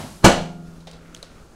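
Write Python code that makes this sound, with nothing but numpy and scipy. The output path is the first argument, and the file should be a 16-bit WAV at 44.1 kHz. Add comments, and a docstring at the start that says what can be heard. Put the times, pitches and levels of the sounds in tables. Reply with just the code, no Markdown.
"""A quiet, hard-walled room: the door of a small microwave oven is slammed, overloading a close mic.
An earlier bump is dying away at the start. Air puffs ahead of the door, the latch brushes its catch,
the door hits and rebounds, and the steel case booms and hums on for a second. Afterwards a hand
knocks on the plastic timer knob and turns it, with a dull rub and a few sharp ticks."""
import sys
import numpy as np
from scipy import signal
from scipy.fft import rfft, irfft
from scipy.io import wavfile
from scipy.ndimage import uniform_filter1d

SR = 44100
rng = np.random.default_rng(int(sys.argv[2]) if len(sys.argv) > 2 else 0)


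def log_audio(samples):
    """Write samples as a 16-bit WAV file to the path given in sys.argv[1]."""
    # one column per channel
    frames = np.atleast_2d(samples).T
    # limit to full scale, then quantise
    limited = np.clip(frames, -1, 1)
    pcm = np.round(limited * 32767).astype(np.int16)
    wavfile.write(sys.argv[1], SR, pcm)


N = 68355
T = np.arange(N) / SR
HZ = np.fft.rfftfreq(N, 1 / SR)
SLAM_S = 0.2432

# what a blow on the door radiates at once (frequency [Hz], relative level [dB])
CRACK_SPECTRUM = [(30, -18.5), (55, -18), (100, -5), (220, -3.5), (340, 3.5), (480, -5), (800, -7),
                  (1250, -5), (2000, -17.5), (4000, -20.5), (7500, -22.5), (11000, -32), (15000, -42)]
# reverb time of the room (frequency [Hz], t60 [s])
ROOM_DECAY = [(60, 0.71), (250, 0.48), (700, 0.45), (1500, 0.38), (4000, 0.43), (8000, 0.37), (15000, .28)]


def amp(db):
    """Decibels to gain."""
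    return 10 ** (np.asarray(db) / 20)


def unit_rms(x):
    """Scales to an rms of one."""
    return x / np.sqrt(np.mean(x ** 2) + 1e-20)


def curve_at(points, hz):
    """Reads a breakpoint curve on a log-frequency axis."""
    freqs, values = np.transpose(points)
    return np.interp(np.log(hz + 1), np.log(freqs + 1), values)


def fade(t, t60):
    """Exponential decay, 60 dB down after t60 seconds."""
    return np.exp(-np.log(1000) * t / t60)


def add(mix, start_s, sound):
    """Drops a sound into the mix at its start time."""
    part = mix[round(start_s * SR):][:len(sound)]
    part += sound[:len(part)]


def noise(spectrum, tilt_db=0):
    """Unit-rms noise of a given colour, tilted by tilt_db per octave."""
    gain = amp(curve_at(spectrum, HZ) + tilt_db * np.log2(HZ + 1))
    return unit_rms(irfft(rfft(rng.standard_normal(N)) * gain, N))


def noise_tail(spectrum, decay, tilt_db=0):
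    """Coloured noise in which each band dies away at its own rate."""
    hz, t, bands = signal.stft(noise(spectrum, tilt_db), SR, nperseg=512)
    bands = bands * fade(t, curve_at(decay, hz)[:, None])
    return signal.istft(bands, SR, nperseg=512)[1][:N]


def room_tone():
    """A low bed of room noise whose level wavers a little."""
    # colour of the quiet room (frequency [Hz], relative level [dB])
    air_spectrum = [(20, 0), (55, -1), (110, -9), (260, -9), (600, -15), (1000, -21), (1350, -18),
                    (2000, -30), (6500, -31), (10000, -37), (15000, -47)]
    rates_hz = np.geomspace(1, 20, 20)
    swell = sum(np.sin(2 * np.pi * (hz * T + rng.random())) / np.sqrt(hz) for hz in rates_hz)
    return amp(-48.5 + 1.35 * unit_rms(swell)) * noise(air_spectrum)


def bump():
    """The tail of an earlier bump and scuff dies away."""
    # colour of the bump (frequency [Hz], relative level [dB])
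    bump_spectrum = [(40, -9.5), (200, 1.5), (400, -13), (800, -5), (1600, -19), (5000, -24.5),
                     (11500, -30.5), (14000, -44)]
    # how long its bands ring (frequency [Hz], t60 [s])
    bump_decay = [(200, 0.71), (800, 0.42), (3000, 0.73), (8000, 1.35)]
    return amp(-31) * noise_tail(bump_spectrum, bump_decay)


def air_puff():
    """Air pushed ahead of the closing door: a dull puff that peaks at the hit."""
    envelope = np.exp(-abs(SLAM_S - T) / 0.0068)
    return amp(-21.5) * noise(CRACK_SPECTRUM, tilt_db=-2.5) * envelope


def door_blows():
    """Each blow gives a short crack and a clatter that lingers in the room."""
    # first contact, the hit, the latch snapping in, the rebound (time [s], level [dB])
    blows = [(.2410, -29), (0.2431, 1), (0.248, -1), (0.257, -7)]
    # dense ringing of panels and loose parts (frequency [Hz], relative level [dB])
    clatter_spectrum = [(30, -2.5), (100, -5.5), (200, 2), (420, -1.5), (620, 2), (900, -3.5), (1300, -4),
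                        (1900, -9.5), (3000, -10.5), (4300, -16), (7000, -16), (10000, -25.5), (15000, -40)]
    crack_attack = 1 - np.exp(-T / 0.00061)
    clatter_attack = 1 - np.exp(-T / 0.004)
    out = np.zeros(N)
    for start_s, db in blows:
        crack = amp(0.5) * noise(CRACK_SPECTRUM) * fade(T, t60=0.062) * crack_attack
        clatter = amp(-12) * noise_tail(clatter_spectrum, ROOM_DECAY) * clatter_attack
        add(out, start_s, amp(db) * (crack + clatter))
    return out


def door_resonances(x):
    """Many small, overlapping resonances of the door colour a sound like an uneven EQ."""
    spacing_hz, depth_db = 140, 3
    grid_hz = np.arange(0, SR / 2, spacing_hz)
    heights = rng.standard_normal(2000)[:len(grid_hz)]
    ripple_db = depth_db * np.interp(HZ, grid_hz, heights)
    gain = amp(ripple_db * np.minimum(HZ / 1000, 1))  # flatter towards the bass
    return irfft(rfft(x) * unit_rms(gain), N)


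def door_thump():
    """The door's landing pushes a pulse of air through the room: a deep thump."""
    out = np.zeros(N)
    add(out, SLAM_S, amp(4.5) * np.sin(2 * np.pi * 122.5 * T) * fade(T, t60=0.047))
    return out


def case_boom():
    """The hit sets the steel panels booming; a few modes hum on. Little remains below about 45 Hz."""
    # modes of the steel case (frequency [Hz], level [dB], t60 [s])
    case_modes = [(67, -9, 0.11), (125.1, -13, 0.13), (165.6, -29.5, 2.72), (160.5, -23, 0.76),
                  (187.9, -21, 0.97), (193.6, -9, 0.3), (253, -15, .36), (249, -41, 2.8), (342, -38, 1.51),
                  (321, -8.5, .17), (349.6, -4.5, .2), (419.6, -33.5, .9), (489.3, -13, 0.28),
                  (550, -10, 0.26), (701, -25.5, 0.79), (794, -12.5, 0.15), (878, -17.5, 0.16),
                  (889.4, -18.5, 0.26), (1024, -25, .26), (1154, -7.5, 0.14), (1410, -40.5, 1.16),
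                  (1467, -13.5, .23), (1550, -57.5, 0.4), (1995, -27, 0.31), (2700, -24, 0.17),
                  (2928, -14.5, 0.12), (3044, -24.5, 0.37)]
    ring = sum(amp(db) * fade(T, t60) * np.sin(2 * np.pi * hz * T) for hz, db, t60 in case_modes)
    attack = 1 - np.exp(-T / 0.0076)
    out = np.zeros(N)
    add(out, SLAM_S, ring * attack)
    return signal.sosfilt(signal.butter(2, 45, "high", fs=SR, output="sos"), out)


def knob_knocks():
    """Fingers knock softly on the plastic knob: a noisy tap, a hollow tone and a room tail."""
    # finger knocks (time [s], level [dB], tap t60 [s], brightness [dB/octave], hollow tone [Hz])
    knocks = [(.7365, -58, .02, 12, 643), (.803, -55, 0.11, 2, 640), (0.8707, -37, 0.11, -2, 690),
              (.9130, -37.5, 0.014, 2.5, 608), (.932, -42.5, 0.2, -3, 540), (1.2280, -30.5, 0.017, 0, 544),
              (1.484, -56, 0.0083, 5, 600)]
    # colour of a finger on plastic (frequency [Hz], relative level [dB])
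    knock_spectrum = [(80, -12), (300, -24), (500, -3.5), (680, -3.5), (1000, -16.5), (1700, -21),
                      (4000, -9.5), (9000, -23), (14000, -41)]
    out = np.zeros(N)
    for start_s, db, t60, tilt_db, hz in knocks:
        hollow = amp(-8) * np.sin(2 * np.pi * hz * T) * fade(T, t60=0.061)
        tail = noise_tail(knock_spectrum, ROOM_DECAY, tilt_db) * np.sqrt(t60)  # longer tap, louder tail
        tap = noise(knock_spectrum, tilt_db) * fade(T, t60)
        add(out, start_s, amp(db) * (tap + hollow + tail))
    return out


def knob_rub():
    """The knob's shaft rubs as it turns: dull, uneven friction."""
    # colour of the rubbing shaft (frequency [Hz], relative level [dB])
    rub_spectrum = [(100, -17), (250, 4), (550, -4.5), (1000, -16), (1350, 1), (1700, -7.5)]
    start_s, end_s, ramp_s = 0.86, 1.41, 0.01
    turning = np.clip(np.minimum(T - start_s, end_s - T) / ramp_s, 0, 1)
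    roughness_db = 2.5 * unit_rms(uniform_filter1d(rng.standard_normal(N), size=200))
    friction = noise(rub_spectrum) * amp(roughness_db)
    dull = signal.sosfilt(signal.butter(4, 2500, fs=SR, output="sos"), friction)
    return amp(-54.5) * turning * unit_rms(dull)


def knob_ticks():
    """The turning knob ticks: tiny, gritty pings with a faint room tail."""
    # ticks of the knob (time [s], level [dB], pitch [Hz], t60 [s])
    ticks = [(1.1462, -30, 6600, .003), (1.1481, -23, 6300, .004), (1.1488, -27, 3300, .008),
             (1.1653, -32, 4300, .003), (1.1750, -38, 4100, .004), (1.2282, -30, 3850, .012)]
    # colour of their grit and tail (frequency [Hz], relative level [dB])
    tick_spectrum = [(500, -33), (3000, -12), (7500, -13), (9500, -12), (15000, -34)]
    out = np.zeros(N)
    for start_s, db, hz, t60 in ticks:
        grit = 0.2 * noise(tick_spectrum)
        ping = (np.sin(2 * np.pi * hz * T) + grit) * fade(T, t60)
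        tail = amp(-34) * noise_tail(tick_spectrum, ROOM_DECAY)
        add(out, start_s, amp(db) * (ping + tail))
    return out


def scene():
    """The slam, the bump, the knob and the room tone, mixed in mono."""
    slam = air_puff() + door_resonances(door_blows()) + door_thump() + case_boom()
    return (slam + bump() + knob_knocks() + knob_ticks() + knob_rub() + room_tone())[None]


def record(dry):
    """The slam overloads the input and soft-clips at full scale; a steep low-pass trims the top."""
    drive_db, knee, cutoff_hz = 0.5, 6, 15800
    driven = dry * amp(drive_db)
    clipped = driven / (1 + abs(driven) ** knee) ** (1 / knee)
    lowpass = signal.firwin(511, cutoff_hz, window=("kaiser", 9), fs=SR)
    return signal.oaconvolve(clipped, lowpass[None], "same")


dry = scene()
out = record(dry)
log_audio(out)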